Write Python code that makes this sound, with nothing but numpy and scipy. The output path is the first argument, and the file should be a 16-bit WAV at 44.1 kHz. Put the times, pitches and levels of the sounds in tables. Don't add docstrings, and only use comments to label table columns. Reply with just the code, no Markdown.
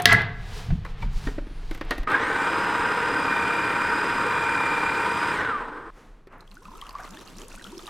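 import sys
import numpy as np
from scipy import signal
from scipy.io import wavfile
from scipy.ndimage import uniform_filter1d

SR = 44100
rng = np.random.default_rng(int(sys.argv[2]) if len(sys.argv) > 2 else 0)


def gain_from_db(level_db):
    decades = np.asarray(level_db, float) / 20
    return 10 ** decades


def int16_out(signal):
    q = np.round(np.clip(np.atleast_2d(signal).T, -1, 1) * 32767)
    wavfile.write(sys.argv[1], SR, q.astype(np.int16))


N = 347949
T = np.arange(N) / SR
ON_S, OFF_S, CUT_S = 2.07, 5.328, 5.905


def evened(x):
    return x / np.sqrt(np.mean(x ** 2) + 1e-20)


def read(points, hz):
    point_hz, value = np.transpose(points)
    return np.interp(np.log(hz + 1), np.log(point_hz + 1), value)


def curve(rows, t, order=1, off=None):
    rows = np.array(rows)
    return np.interp(t, rows[:, 0], rows[:, order], off, off)


def humps(rows, order, rise=1., fall=0.89):
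    t = T[::32]
    slopes = []
    for row in rows:
        distance = np.maximum((row[0] - t) / rise, (t - row[0]) / fall)
        slopes.append(row[order] - 10 * distance / row[-1])
    return np.interp(T, t, np.max(slopes, axis=0))


def drift(steps):
    slow = rng.standard_normal(N // 64 + 1)
    for _ in range(2):
        slow = uniform_filter1d(slow, round(steps))
    return np.interp(np.arange(N) / 64, np.arange(len(slow)), evened(slow))


def add(mix, s, sound):
    part = mix[max(round(s * SR), 0):][:len(sound)]
    part += sound[:len(part)]


def band(x, lo_hz, hi_hz):
    return signal.sosfilt(signal.butter(3, [lo_hz, min(hi_hz, 20000)], "band", fs=SR, output="sos"), x)


def levels(x, parts_db, *split_hz):
    lows = [signal.sosfiltfilt(signal.butter(3, hz, fs=SR, output="sos"), x) for hz in split_hz]
    parts = np.diff([0 * x, *lows, x], axis=0)
    return sum(evened(p) * gain_from_db(db) for p, db in zip(parts, parts_db))


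def noise(shape_db, patchy_db):
    hz = np.fft.rfftfreq(1024, 1 / SR)
    real, imaginary, patches = rng.standard_normal((N // 256 + 5, 513, 3)).T
    patches = evened(uniform_filter1d(uniform_filter1d(patches, 10, 0), 10, 1))
    bins = (real + 1j * imaginary) * gain_from_db(shape_db(hz)[:, None] + patchy_db * patches)
    return evened(signal.istft(bins, nperseg=1024, noverlap=768)[1][:N])


def ring(modes, seconds):
    t = np.arange(round(seconds * SR)) / SR
    return sum(gain_from_db(db - 60 * t / t60) * np.sin(2 * np.pi * hz * t) for hz, db, t60 in modes)


def crack(t60, dark_db, lo_hz=900):
    t = np.arange(2600) / SR
    burst = rng.standard_normal(len(t)) * gain_from_db(-60 * t / t60)
    return 0.69 * (band(burst, lo_hz, 4800) * 2 + gain_from_db(dark_db) * band(burst, 5300, 13500))


# mode_hz [Hz], level_db [dB], t60_s [s]
BLADE_MODES = [(118, -8, .5), (104, -16, .4), (139, -9, .4), (200, -12, .3), (258, -11, .4), (440, -12, .5),
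               (705, -6, 1.2), (716, -17, .6), (1130, -8, .2), (1367, -12, .2), (1545, -11, .5),
               (1800, -11, .3), (1645, -5, .45), (1666, -2.5, .85), (1679, -10, .5), (1938, -7, .3),
               (1990, 10, .03), (1990, -4, .55), (2034, -7, .5), (2052, -13, .3), (2934, -20, .2),
               (4100, -3, .015), (3600, -13, .012)]
# time_s [s], force_db [dB]
CHATTER_FORCE = [
    (.057, -30),
    (.07, -24),
    (.085, -16),
    (.1, -13),
    (.125, -5),
    (.155, -23),
    (.17, -38),
    (.235, -55),
    (.25, -31),
]
# start_s [s], peak_db [dB], share into the modes ring_db [dB], crack t60_s [s], brightness_db [dB]
KNIFE_BLOWS = [
    (.001, -40, -39, .01, 10),
    (.021, -29, -39, 0.018, 8),
    (.056, 9, -14.5, 0.011, -13),
    (.109, -14, -13.5, 0.01, -22),
    (.126, -8, -13, 0.0068, -14),
    (.129, -19, -24, .008, 10),
    (0.155, -19, -17.5, 0.0042, -15.5),
    (0.219, -30.5, -5, 0.0066, -1.5),
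]


def knife():
    force = rng.standard_normal(N) * gain_from_db(curve(CHATTER_FORCE, T, off=-120) - 22.0)
    out = band(force, 650, 2500) * gain_from_db(15.5)
    force *= gain_from_db(-9.)
    earlier_tap = [(719, -21.5, 0.24), (1173, -36.5, 0.054), (1780, -29, 0.037), (1810, -37.5, .08)]
    add(out, 0, ring(earlier_tap, seconds=.1))
    for s, db, ring_db, t60, bright_db in KNIFE_BLOWS:
        force[round(s * SR)] += gain_from_db(db + ring_db)
        add(out, s, gain_from_db(db) * crack(t60, bright_db, lo_hz=1530))
    flat_db = 3 * np.clip((T - .152) / .01, 0, 1) + 4 * np.clip((T - .232) / .02, 0, 1)
    touching = gain_from_db(1 + 2.6 * drift(5.) - flat_db)
    return out + signal.oaconvolve(force, ring(BLADE_MODES, seconds=0.91))[:N] * 0.31 * touching


# start_s [s], rumble_db [dB], thud_db [dB]
CAMERA_GRIP = [
    (0, -47, -34),
    (.36, -32, -41.5),
    (1.4, -32, -47.5),
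    (2.06, -52.5, -45.5),
    (5.55, -50, -61),
]
# time_s [s], rumble_db [dB], thud_db [dB]
CAMERA_BUMPS = [
    (0, -40, -70),
    (.13, -57, -21.5),
    (0.721, -21.5, -22),
    (1.05, -21, -28),
    (1.16, -21.5, -47),
    (1.27, -22, -33),
    (2.0, -23, -50),
    (3.76, -40, -60),
]


def handling():
    out = np.zeros(N)
    held = np.searchsorted([g[0] for g in CAMERA_GRIP], T, "right") - 1
    for column, lo_hz, hi_hz, pace_s in [(1, 17, 36, 0.052), (2, 66, 172, .075)]:
        steady_db = uniform_filter1d(np.array(CAMERA_GRIP, float)[held, column], size=4000)
        bump_db = humps([b + (pace_s,) for b in CAMERA_BUMPS], order=column, rise=.6)
        shaking = evened(band(rng.standard_normal(N), lo_hz, hi_hz))
        out += shaking * gain_from_db(np.maximum(steady_db, bump_db))
    return out


# freq_hz [Hz], density_db [dB per Hz]
CLOTH_COLOUR = [(120, -38), (200, -21.5), (268, -7), (305, -14), (456, 4.5), (519, -12), (709, -2),
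                (4430, -10.5), (16000, -33)]
# time_s [s], level_db [dB], treble_db [dB], fade_s
# [s per 10 dB]
CLOTH_SWEEPS = [(0, -30.5, -68, 0.045), (.19, -29, -59, 0.086), (.58, -43, -48, 0.21), (1.18, -48, -51, .1),
                (1.26, -46, -50.5, .18), (1.7, -52, -62, .6), (2.0, -46.5, -60, .1), (.9, -49, -62, .12),
                (1.03, -46, -58, .1), (1.135, -50, -55, .03), (1.74, -50, -57, .1), (1.93, -42, -54, .08)]


def cloth():
    still_db, still_treble_db = -57.5, -71
    gone_db = -7 * (T > ON_S - .03) - 50 * np.maximum(T - 6.05, 0)
    low_db = np.maximum(humps(CLOTH_SWEEPS, order=1, rise=1.4), still_db) + gone_db
    treble_db = np.maximum(humps(CLOTH_SWEEPS, order=2, rise=0.55, fall=.5), still_treble_db) + gone_db
    return levels(noise(lambda hz: read(CLOTH_COLOUR, hz), patchy_db=0.5), [low_db, treble_db], 4000)


# start_s [s], peak_db [dB], # hollow
# note pitch_hz [Hz], note over crack note_db [dB], brightness_db [dB]
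FRUIT_KNOCKS = [(0.704, -31, 705, 0, -31), (0.849, -28.5, 1096, -6.5, -29.5), (1.027, -28.5, 925, 0.5, -29),
                (1.27, -21, 272, 1, -41), (1.381, -30.5, 297, 9.5, -39.5), (1.469, -44, 280, 12, -21),
                (1.63, -45, 418, 3.5, -22), (1.711, -26, 315, 2, -19), (1.747, -31, 307, -8, -12.5),
                (1.776, -35, 296, -12, -16.5), (1.811, -21, 307, -5, -29), (1.383, -35, 564, 9, -40),
                (1.908, -12, 342, -13, -20.5), (1.98, -26.5, 276, -1, -16.5), (2.032, -31, 433, -15, -21),
                (2.074, -22, 1234, 5, -40), (6.271, -43, 385, 5, -18.5), (.54, -42, 900, 0, -35),
                (1.023, -36, 2300, 4, -25), (.85, -42, 1500, -10, -10), (1.285, -32, 420, 4, -30),
                (1.917, -18, 1850, -4, -38), (1.952, -34, 1200, -5, -30), (2.1, -36, 4250, -6, -8),
                (2.115, -34, 2700, -2, -8), (.862, -36, 1300, -5, -20), (1.849, -44, 300, -5, -12),
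                (2.118, -28, 1200, 3, -20)]
# mode_hz [Hz], level_db [dB], t60_s [s]
SHELL_MODES = [(317, -5, 0.095), (554, -9, 0.17), (1084, -5.5, 0.005), (1966, 7, 0.03), (2500, -8, 0.01)]


def knocks():
    out = np.zeros(N)
    for s, db, hz, note_db, bright_db in FRUIT_KNOCKS:
        modes = [(f * rng.uniform(0.827, 1.12), d, t60) for f, d, t60 in SHELL_MODES]
        shell = ring(modes, seconds=.15) * gain_from_db(-13.0)
        note = ring([(hz, note_db + 1.5, .045)], seconds=.15)
        soft = np.minimum(np.arange(len(note)) / 71.0, 1)
        add(out, s, gain_from_db(db) * (shell + note) * soft)
        snap = crack(0.035, dark_db=.6 * bright_db + 5.0, lo_hz=1800)
        add(out, s, gain_from_db(db - 2.0 + .35 * bright_db) * snap)
        body = band(crack(0.076, dark_db=-30, lo_hz=250), 275, 2070)
        add(out, s + 0.0014, gain_from_db(db - 1.0) * body)
    return out


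# time_s [s], pitch_hz [Hz], level_db [dB]
RIND_SQUEAK = [
    (1.41, 9570, -84),
    (1.482, 9551, -82),
    (1.588, 9688, -75),
    (1.63, 9560, -90.5),
]


def squeak():
    hz = curve(RIND_SQUEAK, T) + 120 * drift(3.)
    level_db = curve(RIND_SQUEAK, T, order=2, off=-120) + 8.0
    return gain_from_db(level_db) * np.sin(2 * np.pi * np.cumsum(hz) / SR)


# time_s [s], tooth_rate_hz [Hz]
LOADED_GEARS = [
    (2.7, 2500),
    (3.0, 2482),
    (3.4, 2433),
    (3.6, 2438),
    (4.1, 2472),
    (4.5, 2430),
    (4.85, 2418),
    (5.28, 2474),
]


def tooth_rate():
    short_hz, run_up_s = 1292.7, .08
    crawl_hz, coast_s = 555, .2
    up = np.maximum(T - ON_S, 0) / run_up_s
    driven = curve(LOADED_GEARS, T) - short_hz * (1 + up) * np.exp(-up)
    coasting = np.exp(-np.maximum(T - OFF_S, 0) / coast_s)
    return uniform_filter1d(crawl_hz + (driven - crawl_hz) * coasting, size=1800)


# level_db [dB at speed], lost_db [dB lost at rest], bend of that loss [power],
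# gain_db [dB per s of juicing], share of a jolt jolt_db [dB]
MOTOR_LAYERS = [
    (-26, 32, 3.27, -.5, -1.5),
    (-31.5, 74.5, 3.47, -0.1, -9),
    (-49.5, 38, 1.4, .4, -33),
]
# time_s [s], level_db [dB], fade_s [s per 10 dB]
GEAR_JOLTS = [
    (2.118, -20.5, 0.23),
]


def motor_levels(speed):
    slip_s, slip_db, half_width_s = 2.155, 10, .025
    slow = np.clip(1 - speed, 0, 1)
    jolt_db = humps(GEAR_JOLTS, order=1, rise=.3)
    lost_grip_db = slip_db * np.maximum(1 - abs(T - slip_s) / half_width_s, 0)
    off_db = -90 * (np.clip((ON_S + .003 - T) / .02, 0, 1) + (T > CUT_S))
    out = []
    for db, lost, bend, gain, share in MOTOR_LAYERS:
        turning_db = db - lost * slow ** bend + gain * (T - ON_S) - lost_grip_db
        out.append(np.maximum(turning_db, jolt_db + share) + off_db)
    return out


# freq_hz [Hz], density_db [dB per Hz]
HOUSING_COLOUR = [(35, -47), (60, -21), (444, -6.5), (740, -9), (913, -2.5), (1520, -3), (2210, -11.5),
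                  (2430, -13), (2600, -16), (3900, -23), (4550, -30), (4870, -28), (6150, -33.5),
                  (8720, -38), (15600, -58)]
# mode_hz [Hz], width_hz [Hz], level_db [dB]
PANEL_PEAKS = [(293.8, 60, 11.5), (455.7, 39, 15), (843.4, 31, 11), (1015, 73, 7.5), (1232, 69, 6.5),
               (1528, 68, 11), (1844, 72, 5.5), (2392, 37, 1.5), (4932, 95, 6), (7360, 120, 6),
               (8550, 1200, 11.5), (9750, 240, 6), (12600, 540, 12), (14520, 1800, 11)]


def housing_db(hz):
    peaks = sum(db / (1 + (2 * (hz - f) / w) ** 2) for f, w, db in PANEL_PEAKS)
    return read(HOUSING_COLOUR, hz) + peaks


# [dB at half speed, negative grows]
GEAR_WHINES = [(.0703, -54.5, 2.1, .1, 38), (0.0835, -52.5, 2.67, 0, 36), (0.3823, -37.5, 9, 0, 55),
               (.567, -39, 7.33, 0.1, 90), (.971, -52, 10, 0, 58), (0.9848, -44.5, 8.06, 0, 58),
               (1, -47, 14, 0.1, -2.5), (1.094, -54.5, 9.3, 0.3, 94), (2.001, -53, 34, 0.5, 100),
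               (.62, -43, 9, .1, 60),
               (2, -63, 40, .3, -13), (3.04, -64, 50, .2, -3), (4, -73, 60, .3, -9)]


def motor():
    mesh, full_hz, teeth_per_turn = tooth_rate(), 2455, 69
    shaft = 2 * np.pi * np.cumsum(mesh / teeth_per_turn) / SR
    throb = 1 + 0.086 * np.cos(shaft / 2) + .12 * np.cos(shaft) + .1 * np.cos(2 * shaft)
    hum = noise(housing_db, patchy_db=0.85) * throb
    out = levels(hum, motor_levels(mesh / full_hz), 1696, 5000) * gain_from_db(-1.25)
    coast_db = np.clip(230 * (.475 - mesh / full_hz) * (T > OFF_S), 0, 45)
    off_db = 90 * (np.clip((ON_S + .02 - T) / .03, 0, 1) + (T > CUT_S))
    running_db = 4 - coast_db - off_db
    slowing = 2 * np.maximum(.99 - mesh / curve(LOADED_GEARS, T), 0)
    load_db = np.clip(.16 * (full_hz - mesh), -6, 5) * (slowing < .01)
    rattle = 1 + 3. * np.minimum(slowing, .4)
    for multiple, db, fuzz_hz, depth, lost_db in GEAR_WHINES:
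        wander = drift(5.)
        swell = drift(95.)
        hz = multiple * mesh
        shell_db = 0.86 * (housing_db(hz[::64]) - housing_db(multiple * full_hz))
        level_db = db + np.repeat(shell_db, 64)[:N] + running_db + 0.58 * swell - lost_db * slowing
        level_db += 1.2 * slowing * (T < OFF_S) * (multiple == 1)
        level_db += 5 * np.minimum(slowing, .7) * wander
        level_db -= 60 * np.maximum(slowing - .5, 0) * (multiple > 1.5)
        level_db += load_db * (.95 < multiple < 1.05)
        phase = 2 * np.pi * np.cumsum(hz + fuzz_hz * rattle * wander) / SR
        out += gain_from_db(level_db) * np.sqrt(2) * np.sin(phase) * (1 + depth * np.cos(shaft + multiple))
    return out


# time_s [s], level_db [dB under full]
JUICE_FLOW = [
    (6.3, -19),
    (6.5, -10.5),
    (6.78, -2),
    (6.95, -6),
    (7.14, 0.5),
    (7.5, -1.5),
    (7.89, 1),
]
# level_db [dB at full stream], follow [dB per dB of stream]
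STREAM_LAYERS = [
    (-53.5, 1.5),
    (-56, .55),
    (-56.5, 1.2),
    (-59, 1.6),
    (-61, 1.5),
    (-62.5, 1.3),
]


def stream_db(order):
    db, follow = STREAM_LAYERS[order]
    return db + follow * curve(JUICE_FLOW, T, off=-120)


# freq_hz [Hz], density_db [dB per Hz]
STREAM_COLOUR = [(88, -35), (150, -14), (209, -4), (683, -8), (1070, -5.5), (2320, -13), (5150, -16),
                 (6020, -14.5), (11000, -22), (15600, -31)]
# time_s [s], gurgle_db [dB], glass_db [dB], hiss_db [dB], fade_s [s per 10 dB]
STREAM_SURGES = [
    (5.98, -53, -53, -63, .22),
    (6.332, -51.5, -45.5, -70.5, 0.12),
    (6.955, -68, -49, -75, 0.9),
    (7.89, -60, -38.5, -60, .05),
]


def stream():
    flicker = gain_from_db((2.2 * drift(3.) + 2.5 * drift(18.)) * (T > 6.38))
    parts_db = []
    for k, fall in enumerate([1.3, .9, .65]):
        surge_db = humps(STREAM_SURGES, order=k + 1, rise=0.22, fall=fall)
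        parts_db.append(np.maximum(stream_db(k), surge_db) - 90 * (T < CUT_S))
    flow = noise(lambda hz: read(STREAM_COLOUR, hz), patchy_db=-0.3) * flicker
    return levels(flow, parts_db, 550, 2300) * gain_from_db(-1.5)


def bubble(hz, t60, rise):
    t = np.arange(round(t60 * SR)) / SR
    swell = np.sin(np.pi / 2 * np.minimum(t * hz / 2.5, 1)) ** 2
    return gain_from_db(-60 * t / t60) * swell * np.sin(2 * np.pi * hz * (t + rise * t ** 2 / t60))


def fizz(start_s, lo_hz=2500, hi_hz=12000, turns=24.):
    out = np.zeros(N)
    tail = out[round(start_s * SR):]
    drops_per_s = 22.
    for hz in np.geomspace(lo_hz, hi_hz, 12):
        strength = gain_from_db(3.5 * np.minimum(rng.exponential(1, len(tail)), 3))
        drops = (rng.random(len(tail)) < drops_per_s / SR) * strength
        one_drop = bubble(hz, turns / hz, rise=.2) * (hz / 3000) ** -.3
        tail += signal.oaconvolve(drops, one_drop)[:len(tail)]
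    return out / tail.std()


# start_s [s], peak_db [dB], pitch_hz [Hz]
DROP_SPLASHES = [(6.3245, -50, 2550), (6.4066, -39, 3900), (6.4765, -43, 3130), (6.5141, -40, 4120),
                 (6.553, -41.5, 5960), (6.6532, -40.5, 2518), (6.7516, -45, 3550), (6.8139, -28, 3040),
                 (6.8668, -36.5, 2700), (6.8921, -31, 4290), (6.985, -37, 2080), (7.0344, -38, 5400),
                 (7.0499, -39, 3920), (7.1078, -34.5, 6800), (7.1716, -34, 3400), (7.1906, -39, 3800),
                 (7.2757, -35, 4220), (7.3842, -30.5, 5570), (7.4171, -33.5, 3000), (7.792, -35, 3400),
                 (7.5173, -37.5, 2550), (7.5518, -39.5, 2270), (7.6251, -35.5, 3730), (7.6423, -30, 3090),
                 (7.6685, -35.5, 2870), (7.7024, -40.5, 3400), (7.7797, -29.5, 5130), (7.8675, -28, 3540),
                 (6.908, -38, 4800), (6.907, -41, 2500), (6.518, -45, 2600), (7.283, -38, 2700),
                 (7.203, -42, 3600), (7.418, -36, 6400), (7.876, -33, 3000), (7.857, -38, 2700),
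                 (7.531, -40, 5600), (6.632, -46, 5400), (7.105, -40, 5000)]
# start_s [s], peak_db [dB], pitch_hz [Hz]
BURST_TICKS = [(6.3828, -56, 14700), (6.4112, -50, 5730), (6.4731, -55, 5950), (6.5005, -56, 6170),
               (6.508, -53, 5050), (6.5429, -49, 10300), (6.5529, -45, 5950), (6.5793, -53, 9350),
               (6.6057, -54, 6010), (6.6242, -53, 9310), (6.6511, -52, 5000), (6.7514, -47, 5110),
               (6.7729, -44, 10700), (6.7794, -45, 5340), (6.8133, -48, 5170), (6.8173, -45, 5680),
               (6.8682, -46, 6370), (6.8936, -39, 5220), (6.928, -62, 5590), (6.928, -45, 11100),
               (6.9644, -51, 5200), (7.0043, -45, 8680), (7.0438, -53, 7110), (7.0438, -42, 5190),
               (7.0901, -44, 6530), (7.1081, -40, 6930), (7.1859, -44, 5750), (7.2742, -48, 5140),
               (7.3022, -49, 7040), (7.369, -39, 6980), (7.3835, -38, 5220), (7.397, -38, 7010),
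               (7.4159, -38, 6400), (7.4483, -46, 5110), (7.4823, -36, 8100), (7.5027, -43, 5800),
               (7.5257, -37, 5720), (7.5516, -36, 5430), (7.5596, -39, 8420), (7.5835, -42, 6300),
               (7.6209, -40, 6650), (7.6409, -33, 5590), (7.6698, -41, 6040), (7.7192, -40, 7040),
               (7.7791, -36, 5530), (7.832, -46, 7350), (7.8604, -42, 6790), (7.8744, -42, 5990),
               (7.8744, -40, 8620)]


def splashes():
    shared, side = np.zeros((2, N))
    for s, db, hz in DROP_SPLASHES:
        drop = gain_from_db(db - 7.) * crack(0.012, dark_db=-3.0, lo_hz=2500)
        add(drop, 0, gain_from_db(db) * bubble(hz, 42. / hz, rise=0.14))
        add(shared, s, drop)
        add(side, s, drop * rng.uniform(-0.71, .6) * (s > 6.38))
    for s, db, hz in BURST_TICKS:
        tick = gain_from_db(db - 2.) * band(crack(.014, dark_db=6., lo_hz=3500), .7 * hz, 1.5 * hz)
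        add(shared, s, tick)
        add(side, s, tick * rng.uniform(-.4, .4))
    return shared, side


def glugs(rows):
    climb_hz_per_s = 2700
    out = np.zeros(N)
    for s, length, start_hz, db in rows:
        u = np.arange(round(length * SR)) / (length * SR)
        hz = start_hz + climb_hz_per_s * length * u ** 1.6
        envelope = gain_from_db(db - 1.5 - 4.5 * u) * np.sin(np.pi * u) ** 0.2
        add(out, s, envelope * np.sin(2 * np.pi * np.cumsum(hz) / SR))
    return out


# start_s [s], length_s [s], pitch_hz [Hz at start], level_db [dB]
NECK_GLUGS = [
    (6.5, .14, 171.4, -50.5),
    (6.652, .15, 169.2, -48.5),
    (7.09, .14, 165.6, -43.5),
    (7.326, .15, 149.3, -43.5),
    (7.329, 0.12, 257.3, -49),
    (7.55, .09, 188.4, -47.5),
    (7.664, .12, 178.8, -42.5),
]
# start_s [s], length_s [s], pitch_hz [Hz at start], level_db [dB]
SIDE_GLUGS = [(6.65, .17, 190, -62), (6.75, .1, 171, -61), (6.88, .12, 192, -62), (7.03, .15, 185, -53),
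              (7.1, .1, 196, -60.5), (7.36, .12, 284, -55), (7.5, .15, 200, -58), (7.55, .135, 189, -57),
              (7.63, .13, 180, -61), (7.73, .14, 185, -55)]
# start_s [s], peak_db [dB], pitch_hz [Hz]
JUICE_BUBBLES = [(6.569, -37.5, 1390), (6.654, -36, 1170), (6.682, -37, 970), (6.715, -38, 950),
                 (6.754, -38, 1200), (6.822, -32.5, 1080), (6.856, -38, 1210), (6.89, -41, 1060),
                 (6.952, -25, 1074), (6.993, -36, 700), (6.62, -46, 1000), (6.735, -40, 950),
                 (6.775, -40, 1250), (6.818, -41, 1900), (7.045, -40, 1900), (7.52, -42, 1350),
                 (7.665, -40, 1350), (7.745, -36, 350), (7.83, -40, 330), (7.878, -36, 1150),
                 (7.041, -33.5, 1115), (7.076, -40, 1290), (7.171, -38, 1680), (7.267, -42.5, 1220),
                 (7.388, -44, 1120), (7.612, -39, 1510), (7.576, -38.5, 1400), (7.595, -38, 1780),
                 (7.649, -36.5, 1300), (7.723, -41, 910), (7.727, -33, 340), (7.768, -32.5, 330),
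                 (7.792, -39, 1190), (7.811, -47, 1000)]
# mode_hz [Hz], level_db [dB], t60_s [s]
RIM_MODES = [(7000, 0, .25), (10300, -6, .2), (11400, -6, .2), (13300, -3, .4)]
# start_s [s], level_db [dB]
RIM_CLINKS = [
    (7.108, -64),
    (7.36, -68),
    (7.417, -64),
    (7.642, -63),
]
# time_s [s], level_db [dB]
FOLDED_AIR = [
    (6.62, -62),
    (6.68, -52),
    (6.9, -52),
    (6.97, -46),
    (7.08, -51),
    (7.15, -62),
    (7.55, -62),
    (7.89, -58),
]
# freq_hz [Hz], density_db [dB per Hz]
SPRAY_COLOUR = [(59, -46), (100, -15.5), (219, 0.5), (919, -18.5), (1460, -19), (1660, -17.5),
                (3480, -14.5), (10400, -22.5), (15600, -37.5)]


def pour():
    out = glugs(NECK_GLUGS)
    for s, db, hz in JUICE_BUBBLES:
        t60 = min(46. / hz, .085)
        add(out, s, gain_from_db(db + 2.5) * bubble(hz, t60, rise=0.2))
        add(out, s, gain_from_db(db - 15.) * crack(.012, dark_db=-25., lo_hz=900))
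    plop = gain_from_db(-25) * bubble(1280, .045, rise=.48)
    add(out, 6.994, plop * np.minimum(np.arange(len(plop)) / 350., 1))
    for s, db in RIM_CLINKS:
        add(out, s, gain_from_db(db) * ring(RIM_MODES, seconds=.25))
    splash, splash_side = splashes()
    drops_level = gain_from_db(stream_db(order=3))
    burble = fizz(6.6, lo_hz=880, hi_hz=1260, turns=45.) * gain_from_db(curve(FOLDED_AIR, T, off=-120) - 2.5)
    mist = noise(lambda hz: read(SPRAY_COLOUR, hz), patchy_db=5.5)
    spray = levels(mist, [stream_db(order=4), stream_db(order=5)], 1500)
    shared = out + burble + splash + fizz(6.5) * drops_level
    side = splash_side + glugs(SIDE_GLUGS) + spray + fizz(6.4) * drops_level * gain_from_db(-15.0)
    return shared, side


# freq_hz [Hz], t60_s [s]
KITCHEN_DECAY = [(100, 0.93), (1000, 0.66), (4000, 0.36), (12000, 0.15)]


def kitchen(x):
    taps = np.zeros(SR // 2)
    at = np.arange(200, len(taps) - 20, 20)
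    taps[at + rng.integers(0, 20, len(at))] = rng.choice([-1., 1.], len(at))
    hz, t, bins = signal.stft(taps, SR, nperseg=256)
    decay = gain_from_db(-60 * t / read(KITCHEN_DECAY, hz)[:, None])
    tail = signal.istft(bins * decay, SR, nperseg=256)[1]
    return signal.oaconvolve(x, tail / np.linalg.norm(tail))[:N]


def scene():
    blade, thuds = knife(), knocks()
    juice, side = pour()
    room = kitchen(gain_from_db(-14.0) * blade + gain_from_db(-16) * thuds + gain_from_db(-13.0) * juice)
    friction = cloth() + squeak()
    mono = blade + handling() + friction + thuds + motor() + stream() + juice + room
    return np.array([mono + side, mono - side])


def low_pass(x):
    return signal.sosfilt(signal.butter(12, 16350, fs=SR, output="sos"), x)


def record(dry):
    mix = np.clip(dry, -1, 1)
    return low_pass(mix)


dry = scene()
out = record(dry)
int16_out(out)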